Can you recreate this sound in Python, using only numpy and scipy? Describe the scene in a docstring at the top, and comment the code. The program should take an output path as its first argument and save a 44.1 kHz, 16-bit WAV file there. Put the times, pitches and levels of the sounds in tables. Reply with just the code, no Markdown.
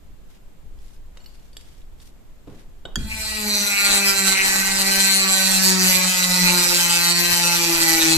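"""A small workshop, heard close to the bench on two microphones. A rusty folding knife is handled and laid on a
metal block: its joint and hook click as ringing modes, rubs are gritty noise, the wooden bench thuds.
Then a rotary tool with a burr grinds the rivet: slightly out of true, it bites once a turn with strikes that
mostly repeat and ring the metal. Under load the motor slows and each bite lasts longer. The bench shakes,
the motor hums and whines, and the room answers over faint air."""
import sys
import numpy as np
from scipy import signal
from scipy.fft import rfft, irfft
from scipy.io import wavfile
from scipy.ndimage import uniform_filter1d, map_coordinates

SR = 44100
rng = np.random.default_rng(int(sys.argv[2]) if len(sys.argv) > 2 else 0)


def inscribe(sig):
    """Save sig as 16-bit PCM at rate SR to the path in sys.argv[1].

    A 1-D sig is mono; a 2-D sig holds one channel per row.
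    Samples are clipped to [-1, 1] before scaling.
    """
    pcm = np.round(np.clip(np.atleast_2d(sig).T, -1, 1) * 32767)
    wavfile.write(sys.argv[1], SR, pcm.astype(np.int16))


N = 360297
TIME = np.arange(N) / SR  # s
HZ = np.fft.rfftfreq(N, 1 / SR)

# Spindle speed, sagging under load. Each row: time in seconds, turns per second.
SPINDLE = [(2.98, 220.1), (3.17, 219.0), (3.4, 213.0), (3.41, 211.2), (3.6, 204.1), (4.01, 198.5),
           (4.27, 193.1), (4.5, 192.5), (4.99, 194.4), (5.58, 189.3), (6.0, 183.0), (6.1, 183.5),
           (6.36, 180.6), (6.87, 172.6), (6.96, 172.3), (7.24, 174.3), (7.58, 171.8), (7.94, 163.1),
           (8.07, 161.9), (8.17, 161.7)]
IDLE_HZ, LOADED_HZ = 220, 162  # turns per second at load 0 and load 1
# Share of each turn that the burr spends in the metal, running free and at full load.
CONTACT_IDLE, CONTACT_LOADED = 0.33, 0.53
# Pressure of the burr, eased on and then held against the rivet. 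Each row: time in seconds, level in dB.
CUT_LEVEL = [(2.99, -48), (3.2, -31.5), (3.44, -29.5), (3.52, -27.5), (3.9, -22), (4.65, -23.5),
             (5.1, -22.5), (5.6, -21.5), (7.2, -23), (8.17, -23)]
# The burr digs in. Each row: middle in seconds, length in seconds, change of the cut in dB, of the bench in dB.
DIGS = [(3.96, 0.17, 1.5, 6), (4.2, 0.088, 0.5, 13), (4.31, 0.24, 2, -7), (4.49, 0.26, 2.5, -4),
        (4.96, 0.44, 2, 1), (5.68, 0.13, 1, -2), (5.96, 0.16, -0.5, 16), (6.46, 0.087, 2, 8),
        (6.99, .1, 1, 13), (7.33, 0.065, 4, 21), (8.15, 0.11, 0, 21)]
# Brief changes of the cut's level, mostly dips. Each row: middle in seconds, length in seconds, change in dB.
DIPS = [(3.76, 0.081, -2.5), (4.02, 0.089, -5.5), (4.155, 0.099, -2.5), (4.235, 0.082, -3.5),
        (4.39, 0.17, -3.5), (4.74, 0.26, -0.5), (5.25, 0.077, 0.5), (5.77, 0.15, -5.5), (6.1, 0.22, -3),
        (6.28, 0.14, -2), (7.14, 0.054, -5.5)]
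# Clean shavings, blade ringing and chips flying. Each row: middle in seconds, length in seconds,
# lift of the blade in dB, lift of the chips in dB.
SHAVINGS = [(3.55, 0.55, 0, 4.5), (4.09, 0.1, 1, 5), (4.26, 0.047, 8, 1), (5.15, 0.12, 6, 4),
            (5.43, 0.075, 0, 0), (5.68, 0.73, 3, 2), (5.92, 0.43, 1, 1.5), (6.42, 0.17, 1.5, 0),
            (6.76, 0.31, 1, 3.5), (7.45, .14, 3, 0), (7.92, 0.33, 1.5, 4)]
# The burr skids and the knife's body growls. Each row: middle in seconds, length in seconds,
# loose strikes added, as a ratio to the repeating ones.
SKIDS = [(3.93, 0.2, 0.66), (4.58, 1, 0.46), (6.55, 1, 0.27), (7.88, 1, 0.54)]
STEADY_SKID = 0.36  # the same ratio at full load while the burr tracks its groove
BETWEEN, GRAZE = 0.25, 0.19  # loose rubbing, and strikes between bites, relative to a bite
# Broad colour of the cut. Each row: frequency in Hz, gain in dB.
CUT_COLOUR = [(25, 12.5), (70, -18.5), (130, 1.5), (270, -0.5), (450, -2), (700, -4.5), (1200, 3),
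              (1750, 2.5), (2100, -2), (3350, -6.5), (4800, -4.5), (6700, -4), (9200, -7.5), (10400, -6),
              (12500, -8.5), (14400, -9.5)]
# Resonances of knife, block and shank. Each row: frequency in Hz, width in Hz, lift in dB at a light touch,
# lift in dB bearing down.
BODY = [(294, 25, 5.5, 1), (563, 10.3, 4.5, 19.5), (863, 155, 8, 11), (1526, 96, 5, 1.5),
        (1940, 160, 5, 4.5), (2484, 405, 6.5, 9.5), (3130, 83, 5, 6), (4110, 540, 11, 7.5),
        (4620, 310, 5, 5.5), (5030, 185, 4.5, 8.5), (5940, 260, 5.5, 7), (6430, 200, 4.5, 2),
        (7100, 370, 3, 4.5), (7655, 760, 8, 6), (8770, 260, 3.5, 3.5), (9220, 380, 6.5, 2),
        (11420, 970, 6.5, 8.5), (13000, 1900, 3.5, 7)]
HEAVY_LOAD = 0.61  # load (0-1) above which the bearing-down lifts take over
# How the metal radiates to the two microphones. Each row: frequency in Hz, radians by which the left leads.
LEAD = [(200, -1.5), (520, 4.5), (1000, -2), (1700, -3), (2400, -2), (3300, -0.9), (4300, -1.75),
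        (5000, -3), (5700, -0.1), (7800, -0.55), (9300, -1.5), (11000, -1.5)]
# Balance of the tool between the microphones. Each row: frequency in Hz, left minus right in dB.
BALANCE = [(60, 37), (110, -4), (200, 1.5), (380, 6.5), (690, 0.5), (1270, -6.5), (2350, 1.5), (4320, -1.5),
           (7960, -2.5), (14700, 5)]
# The burr falls in step with its own marks and a resonance sings. Each row: middle in seconds,
# length in seconds, frequency in Hz, width in Hz, level in dB before the fade in and out.
SINGS = [(3.127, 0.08, 2360, 500, -29), (3.297, 0.28, 4520, 696, -30.5), (3.347, 0.33, 2430, 500, -41),
         (3.554, 0.45, 4340, 600, -26), (3.563, 0.38, 5850, 507, -30.5), (3.789, 0.25, 2400, 560, -20.5),
         (3.933, 0.32, 4110, 500, -26), (3.96, .14, 7580, 600, -26), (4.064, 0.19, 2530, 238, -23),
         (4.086, .12, 4940, 450, -22), (4.188, 0.089, 4160, 450, -28), (4.198, 0.12, 7650, 550, -21.5),
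         (4.32, 0.061, 4300, 500, -30), (4.391, 0.16, 2350, 545, -18.5), (4.457, 0.23, 1940, 220, -28),
         (4.54, 0.1, 7460, 500, -25.5), (5.04, 0.084, 7550, 600, -22), (5.054, 0.077, 2480, 250, -25),
         (5.114, 0.67, 4340, 400, -21.5), (5.17, .14, 9200, 450, -22), (5.33, 0.11, 7700, 550, -24.5),
         (5.486, 0.12, 4180, 447, -24), (5.658, 0.27, 4450, 850, -24), (5.684, 0.17, 5850, 450, -30.5),
         (5.822, 0.16, 5870, 550, -24.5), (5.824, .14, 4840, 550, -24), (5.927, 0.16, 11350, 500, -23.5),
         (5.964, 0.13, 2420, 500, -24), (6.034, .1, 4150, 400, -25.5), (6.325, 0.28, 6950, 500, -34),
         (6.346, 0.11, 4100, 450, -37), (6.477, 0.14, 2450, 402, -23.5), (6.667, .16, 8100, 600, -25),
         (6.975, 0.18, 2520, 300, -31), (7.118, 0.45, 4170, 400, -23), (7.523, 0.2, 4300, 450, -26),
         (7.88, 0.21, 1890, 250, -26.5), (8.02, 0.074, 3800, 500, -21.5), (8.16, 0.13, 4200, 500, -20)]
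# Hum of the imbalance, once a turn. Each row: time in seconds, level in dB before the motor's own trim.
HUM = [(2.98, -49.5), (3.31, -50), (3.47, -26), (3.82, -37), (3.96, -27.5), (4.3, -30.5), (4.42, -43),
       (4.55, -34), (5.15, -32.5), (5.6, -27.5), (5.9, -23.5), (6.14, -30), (6.48, -23.5), (6.82, -35),
       (7.3, -30.5), (7.86, -33.5), (7.97, -49), (8.09, -26.5)]
# Its overtone, twice a turn. Each row: time in seconds, level in dB before the same trim.
OVERTONE = [(2.979, -73), (3.48, -38), (3.831, -45.5), (3.96, -37.5), (4.3, -36), (4.65, -42), (5.35, -35),
            (5.5, -66), (5.7, -31.5), (5.88, -37.5), (6.0, -48), (6.3, -45.5), (6.68, -32), (6.82, -44.5),
            (7.25, -37.5), (7.46, -46), (7.62, -31), (8.05, -28)]
# Motor whine. Each row: multiple of the spindle speed, level in dB before pressure and resonances.
WHINE = [(3, -44), (4, -46), (5, -49), (6, -45), (7, -42.5), (8, -42.5), (9, -42), (10, -44.5), (11, -39.5),
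         (12, -44.5), (13, -50.5), (14, -42.5)]
# Light clicks of the knife's joint. Each row: time in seconds, peak in dB before the ticks' common lift,
# brightness in Hz, factor on the modes' pitch.
TICKS = [(0.788, -53, 3940, 1), (0.9637, -54, 2450, 1), (1.1721, -40, 3000, 0.83),
         (1.3548, -49, 2940, 0.93), (1.531, -47, 7000, .98), (1.5683, -30.5, 4130, 1),
         (1.6102, -50, 7660, 1), (1.817, -50, 3020, 0.75), (2.001, -46.5, 3000, 1)]
# Ringing of the rusty joint. Each row: frequency in Hz before that factor, level in dB, T60 in seconds.
JOINT_MODES = [(3015, -16, 0.044), (3390, -1, 0.025), (3710, 1, .022), (4300, -8, .02), (4640, 0, 0.041),
               (5060, 0, 0.039), (5400, -6, .02), (6900, -7, .048), (7600, -9, 0.06), (8403, -10, .066),
               (9324, -14, .09), (11300, -8, 0.022)]
# The knife's curled hook slips and taps. Each row: time in seconds, peak in dB.
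SLIPS = [(1.203, -45), (1.218, -51), (1.2423, -42), (1.26, -36), (1.282, -55), (1.305, -50)]
# Ringing of the hook. Each row: frequency in Hz, level in dB, T60 in seconds.
HOOK_MODES = [(2930, -5, 0.038), (4360, 2, 0.035), (4760, -16, 0.27), (5400, -13, .03), (7375, -14.5, 0.42),
              (11960, -17, .14)]
# The knife is set down on the block. Each row: time in seconds, peak in dB, dulling in dB per octave.
KNOCKS = [(2.474, -42, 3), (2.853, -23, 2)]
# Ringing of the block. Each row: frequency in Hz before the knock's pitch factor, level in dB, T60 in seconds.
BLOCK_MODES = [(580, -12, 0.04), (740, -0.5, .03), (1546, -3, 0.039), (3110, -3, 0.038), (3400, -2, 0.022),
               (3780, 1, 0.038), (7880, -13, .05)]
# One hard clack of steel on steel: seconds, peak in dB, dulling in dB per octave (negative brightens).
CLACK_S, CLACK_DB, CLACK_DULL_DB = 2.957, -8, -5
# Ringing of the struck steel. 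Each row: frequency in Hz before the clack's pitch factor, level in dB,
# T60 in seconds.
STEEL_MODES = [(625, -17, 0.04), (1766, 16, 0.022), (2900, -17, 0.02), (3404, 11, 0.034), (3800, 2, 0.019),
               (4760, 5, 0.038), (4900, 0, 0.018), (6360, 4.5, 0.0098), (7000, 1, 0.029),
               (10200, -24, 0.015)]
# Thuds of the bench. Each row: start in seconds, level in dB, T60 in seconds, lower and upper edge in Hz.
THUDS = [(0.631, -44, 0.43, 25, 90), (2.472, -39, 0.56, 40, 336), (2.851, -41.5, 0.4, 40.6, 645),
         (2.958, -26.5, 1.4, 50, 77), (2.96, -29, 0.58, 122, 237)]
# Gloves and rust rubbing. Each row: start in seconds, length in seconds, level in dB, centre in Hz.
RUBS = [(0, 0.12, -74, 7350), (0.273, 0.13, -59, 3500), (0.76, 0.25, -59, 6000), (1.103, 0.23, -58.5, 700),
        (1.134, 0.45, -61, 4970), (1.473, 0.42, -58.5, 4970), (1.962, 0.17, -56, 7000),
        (2.434, 0.24, -56.5, 2800)]
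# Low rumble of the hands on the bench. Each row: time in seconds, level in dB before the rumble's lift.
RUMBLE = [(0.05, -47.5), (0.5, -50), (0.7, -41.5), (1.45, -49), (1.9, -46), (2.15, -50), (2.6, -49),
          (3.0, -38), (3.25, -49)]
# Colour of that rumble. Each row: frequency in Hz, gain in dB.
RUMBLE_COLOUR = [(10, -2), (22, 3), (30, -13), (42, -9), (70, -14), (130, -47), (300, -54), (1000, -70)]
# Decay of the room. Each row: frequency in Hz, T60 in seconds.
ROOM_T60 = [(100, 1), (1000, 0.89), (5000, 0.73), (14000, 0.011)]
# Colour of the air. Each row: frequency in Hz, gain in dB.
AIR_COLOUR = [(59, -41), (100, 0.5), (355, -9.5), (1460, -22.5), (3340, -26.5), (5860, -31.5), (7360, -28),
              (10000, -35.5), (12600, -31), (14300, -31)]
AIR_DB = -54
EDGE_HZ = 14450  # upper limit of the recorder


def grinding(turns, apart=0.72, bench_db=-14, judder_db=1.76):
    """The bites ring the knife; load brightens the ring, skids and shavings shift which parts ring most."""
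    effort, skid = load(), swells(SKIDS)[0]
    blade_lift, chips_lift = swells(SHAVINGS)
    push, drag = (bites(turns, STEADY_SKID * effort + skid) for _ in range(2))
    x = through_body(radiated(push, drag, apart), read(CUT_COLOUR, HZ))
    close_echoes = echoes(x, [(200, 0.062), (10000, 0.007)], gap_s=0.00013)
    x = band(x + amp(bench_db) * close_echoes, 41, SR, order=1)

    low = band(x, 1, 1850, order=14)
    handle = band(x, 1850, 2800, order=14)
    blade = band(x, 5200, 6600, order=14)
    chips = band(x, 9800, SR, order=14)
    shank = x - low - handle - blade - chips
    parts = [(shank, 1.5 * effort),
             (low, -11 + 6 * skid),
             (handle, -8.5 + 3 * effort),
             (blade, -11 + 6 * effort + blade_lift),
             (chips, -6.5 + 2 * effort + chips_lift)]
    level_db = cut_db()
    out = np.zeros((2, N))
    for part, db in parts:
        # each part swells and sinks a little as the hand judders
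        out += steadied(part, span_s=0.057) * amp(level_db + db + judder_db * wander(25))
    return out


def bites(turns, skid, uneven_db=1.4, chips=0.74, spray=1.0, spray_hz=8500):
    """One burst of strikes a turn: coarse ridges repeat, fine chips do not; grazing and spray fill the gaps."""
    count = turns.astype(int)
    force = amp(uneven_db * rng.standard_normal(count[-1] + 1))[count]
    loose, fine, rub, dust = rng.standard_normal((4, N))
    ridges = band(tooth_marks(turns, memory_turns=23), 385, 19000, order=4)
    fine = band(fine, 10000, SR, order=4)
    strikes = (ridges + skid * loose + chips * fine) / np.sqrt(1 + skid ** 2)
    cut = strikes * (biting(turns) * force + GRAZE) + BETWEEN * rub
    return unit(cut + spray * band(dust, spray_hz, SR, order=4))


def tooth_marks(turns, memory_turns, size=300):
    """The burr meets nearly the same ridges on each turn, and slowly wears new ones."""
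    keep = np.exp(-1 / memory_turns)
    fresh = rng.standard_normal((int(turns[-1]) + 2, size))
    start = rng.standard_normal((1, size))
    ridges, _ = signal.lfilter([np.sqrt(1 - keep ** 2)], [1, -keep], fresh, axis=0, zi=start)
    return unit(map_coordinates(ridges.ravel(), [turns * size], order=3))


def biting(turns):
    """Force on the burr through each turn: it meets the metal once, for longer as the load grows."""
    contact = CONTACT_IDLE + (CONTACT_LOADED - CONTACT_IDLE) * load() ** 2
    return np.sqrt(np.sin(np.pi * np.minimum(turns % 1 / contact, 1)).clip(0))


def load():
    """How hard the motor labours, 0-1, read from its loss of speed."""
    return np.clip((IDLE_HZ - curves(SPINDLE)[0]) / (IDLE_HZ - LOADED_HZ), 0, 1)


def cut_db():
    """Strength of the cut: the hand's pressure, with its digs and brief dips."""
    return curves(CUT_LEVEL)[0] + swells(DIGS)[0] + swells(DIPS)[0]


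def radiated(push, drag, apart):
    """Push and sideways drag radiate differently to each microphone."""
    sides = rfft([push + apart * drag, push - apart * drag])
    return irfft(sides * np.exp(1j * np.outer([.5, -.5], read(LEAD, HZ))), N)


def through_body(x, base_db):
    """Rings the metal's resonances, with light-touch lifts until the load turns heavy."""
    hz, width, *lifts = np.transpose(BODY)
    grid = np.linspace(0, SR / 2, 8192)
    peaks = .5 ** ((2 * (grid[:, None] - hz) / width) ** 2)
    light, heavy = (colour(x, base_db + np.interp(HZ, grid, peaks @ db)) for db in lifts)
    return np.where(load() > HEAVY_LOAD, heavy, light)


def singing(turns, apart=0.38, loose=0.31):
    """Strikes that repeat almost exactly from turn to turn swell through single resonances."""
    push, drag = ((tooth_marks(turns, memory_turns=29) + loose * rng.standard_normal(N)) * biting(turns)
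                  for _ in range(2))
    strikes = np.pad(radiated(push, drag, apart), [(0, 0), (0, SR)], mode="reflect")
    out = np.zeros((2, N))
    for s, length, hz, width, db in SINGS:
        start, size = s - length / 2, round(length * SR)
        peak = .5 ** (2 * ((np.fft.rfftfreq(size, 1 / SR) - hz) / width) ** 2)
        excerpt = strikes[:, round(start * SR):][:, :size]
        ring = irfft(rfft(excerpt) * peak, size)
        add(out, start, amp(db) * unit(ring) * np.hanning(size) ** 0.82)
    return out


def motor(turns, shake_db=-1, unsteady_db=2.0, waver_db=3.0, rough_db=2.3, fade_db=1.0, full_db=-21):
    """Imbalance hums on the first two orders; the higher orders whine roughly through the resonances."""
    angle = 2 * np.pi * turns
    hum = np.zeros(N)
    for order, level in enumerate([HUM, OVERTONE], 1):
        hum += amp(curves(level)[0] + unsteady_db * wander(11.5)) * np.sin(order * angle)
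    whine = np.zeros((2, N))
    for order, db in WHINE:
        flutter_db = waver_db * wander(25.5) + fade_db * wander(2.4) + rough_db * wander(160)
        # radians: a chance start, and a lag between the microphones that grows with the order
        phase = 2 * np.pi * rng.random() + order * 0.078 * np.array([[-1], [1]])
        whine += amp(db + flutter_db) * np.sin(order * angle + phase)
    pressed = amp(curves(CUT_LEVEL)[0] - full_db)
    return np.sqrt(2) * (amp(shake_db) * hum + pressed * through_body(whine, 0))


def bench(tremor_db=-58, low_hz=45, top_hz=110):
    """The pressed tool shakes the bench top in low noise that changes as the burr digs in."""
    pressing = np.interp(TIME, [3.35, 3.5], [0, 1])
    tremor = unit(band(noise_pair(N, apart=0.26), low_hz, top_hz, order=2))
    return pressing * amp(tremor_db + swells(DIGS)[1]) * tremor


def clicks(tick_db=5, bright_hz=5000):
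    """Short snaps of the rusty joint, the ringing hook, dry knocks on the block and one hard clack."""
    out = np.zeros((2, N))
    for s, db, hz, pitch in TICKS:
        dull_db = 4 * np.log2(bright_hz / hz)
        add(out, s, amp(db + tick_db) * strike(JOINT_MODES, pitch, dull_db, blow_s=0.0011,
                                               crack=1.0, crack_t60=0.033, crack_hz=2000))
    for s, db in SLIPS:
        add(out, s, amp(db) * strike(HOOK_MODES, 1, 0, blow_s=0.0022,
                                     crack=.6, crack_t60=0.025, crack_hz=2500))
    for s, db, dull_db in KNOCKS:
        add(out, s, amp(db) * strike(BLOCK_MODES, 0.97, dull_db, blow_s=0.0032,
                                     crack=.25, crack_t60=0.019, crack_hz=300))
    add(out, CLACK_S, amp(CLACK_DB) * strike(STEEL_MODES, 0.97, CLACK_DULL_DB, blow_s=0.0024,
                                             crack=.7, crack_t60=0.017, crack_hz=300))
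    return out


def strike(modes, pitch, dull_db, blow_s, crack, crack_t60, crack_hz):
    """Rough faces meet in a quick rattle of contacts that rings the modes; dulling tilts the treble down."""
    t = TIME[:SR // 4]
    ring = sum(amp(db - 60 * t / t60) * np.sin(2 * np.pi * hz * pitch * t) for hz, db, t60 in modes)
    blow = noise_pair(len(t), apart=0.51) * np.exp(-t / blow_s)
    burst = noise_pair(len(t), apart=0.79) * amp(-60 * t / crack_t60)
    snap = signal.lfilter(*signal.butter(2, crack_hz, "high", fs=SR), burst)
    rung = signal.fftconvolve(blow, ring[None], axes=1)[:, :len(t)]
    sound = unit(rung) + crack * snap
    octaves = np.log2(1 + np.fft.rfftfreq(2 * len(t), 1 / SR) / 1000)
    sound = irfft(rfft(sound, 2 * len(t)) * amp(-dull_db * octaves))[:, :len(t)]
    return sound / abs(sound).max()


def handling():
    """Hands at the bench: their rumble, decaying bands of noise for thuds, and gritty rubbing."""
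    return rumbling() + thudding() + rubbing()


def rumbling(rumble_db=6):
    """Moving hands shake the bench in low coloured noise, until the tool is pressed on."""
    moving = np.interp(TIME, [3.35, 3.55], [1, 0])
    rumble = steadied(colour(noise_pair(N, apart=0.49), read(RUMBLE_COLOUR, HZ)), span_s=0.36)
    return moving * amp(curves(RUMBLE)[0] + rumble_db) * rumble


def thudding():
    """The knocked wood booms in a low band that dies away exponentially."""
    out = np.zeros((2, N))
    t = TIME[:SR]
    for s, db, t60, low_hz, top_hz in THUDS:
        edges = signal.butter(2, [low_hz, top_hz], "band", fs=SR, output="sos")
        boom = signal.sosfilt(edges, noise_pair(SR, apart=0.25))
        add(out, s, unit(boom) * amp(db - 60 * t / t60))
    return out


def rubbing():
    """Gloves and rust catch unevenly: noise of fluttering level in a broad band."""
    out = np.zeros((2, N))
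    for s, length, db, hz in RUBS:
        size = round(length * SR)
        catching = amp(2.1 * wander(150) + 2 * wander(28))[:size]
        grit = noise_pair(SR, apart=1.0)[:, :size] * catching
        edges = [hz * 0.24, min(hz * 1.47, SR / 2 - 1)]
        rub = signal.lfilter(*signal.butter(1, edges, "band", fs=SR), grit)
        add(out, s, amp(db) * unit(rub) * signal.windows.tukey(size, .7))
    return out


def echoes(x, t60, gap_s):
    """Dense reflections, different on each side, each band dying at its own speed."""
    hz, t, z = signal.stft(rng.standard_normal((2, SR // 2)), SR, nperseg=128)
    tail = signal.istft(z * amp(-60 * t / read(t60, hz)[:, None]), SR, nperseg=128)[1]
    tail *= TIME[:tail.shape[1]] > gap_s
    tail /= np.linalg.norm(tail, axis=1, keepdims=True)
    return signal.fftconvolve(x, tail, axes=1)[:, :N]


def air():
    """Steady coloured noise behind everything, nearly separate at the two microphones."""
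    return amp(AIR_DB) * unit(colour(noise_pair(N, apart=0.95), read(AIR_COLOUR, HZ)))


def amp(db):
    """Decibels to gain."""
    return 10 ** (np.asarray(db) / 20)


def unit(x):
    """Scales to rms 1."""
    return x / np.sqrt(np.mean(x ** 2) + 1e-20)


def steadied(x, span_s):
    """Evens out the slow swells of a stereo sound, to rms 1."""
    power = uniform_filter1d((x ** 2).mean(0), round(span_s * SR))
    return x / np.sqrt(abs(power) + 1e-12)


def curves(rows):
    """Each column of a table, at every sample."""
    s, *columns = np.transpose(rows)
    return [np.interp(TIME, s, c) for c in columns]


def swells(rows):
    """Each column of an event table as smooth rises and falls, at every sample."""
    total = 0
    for s, length, *sizes in rows:
        swell = np.cos(np.pi * np.clip((TIME - s) / length, -.5, .5)) ** 2
        total = total + np.outer(sizes, swell)
    return total


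def read(points, hz):
    """A spectrum joined by straight lines over log frequency."""
    f, value = np.transpose(points)
    return np.interp(np.log(hz + 1), np.log(f), value)


def add(mix, s, sound):
    """Mixes a sound in at s seconds."""
    part = mix[..., round(s * SR):][..., :sound.shape[-1]]
    part += sound[..., :part.shape[-1]]


def colour(x, db):
    """Causal (minimum-phase) filter with the given gain at every frequency."""
    cepstrum = irfft(db * np.log(10) / 20, N)
    cepstrum[1:N // 2] *= 2
    cepstrum[N // 2 + 1:] = 0
    response = irfft(np.exp(rfft(cepstrum)), N)[:SR // 5]
    return signal.oaconvolve(np.atleast_2d(x), response[None], axes=1)[:, :N]


def band(x, lo_hz, hi_hz, order):
    """The part of x between two soft edges."""
    low_edge = 1 + (lo_hz / (HZ + 1)) ** (2 * order)
    high_edge = 1 + (HZ / hi_hz) ** (2 * order)
    return irfft(rfft(x) / low_edge / high_edge, N)


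def wander(per_s):
    """Smooth chance of rms 1, quicker for a larger rate."""
    steps = rng.standard_normal(N // 100)
    speed = np.fft.rfftfreq(len(steps), TIME[-1] / len(steps))
    smooth = unit(irfft(rfft(steps) * np.exp(-(speed / per_s) ** 2), len(steps)))
    return np.interp(TIME, np.linspace(0, TIME[-1], len(steps)), smooth)


def noise_pair(size, apart):
    """Noise that the two microphones partly share."""
    mid, side = rng.standard_normal((2, size))
    return unit(np.array([mid + apart * side, mid - apart * side]))


def scene(tool_room_db=-10, click_room_db=-13):
    """Handling, then the running tool, in a small workshop."""
    turns = np.cumsum(curves(SPINDLE)[0]) / SR
    running = np.interp(TIME, [2.94, 3.0], [0, 1])
    tool = grinding(turns) + singing(turns) + motor(turns)
    balance = amp(np.outer([.5, -.5], read(BALANCE, HZ)))
    tool = running * irfft(rfft(tool) * balance, N)
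    snaps = clicks()
    room = echoes(amp(tool_room_db) * tool + amp(click_room_db) * snaps, ROOM_T60, gap_s=0.0027)
    return tool + snaps + room + handling() + bench() + air()


def record(dry):
    """The recorder's ceiling and band limit."""
    held = np.clip(dry, -.9, .9)
    lowpass = signal.firwin(511, EDGE_HZ, window=("kaiser", 9), fs=SR)
    return signal.oaconvolve(held, lowpass[None], "same")


dry = scene()
out = record(dry)
inscribe(out)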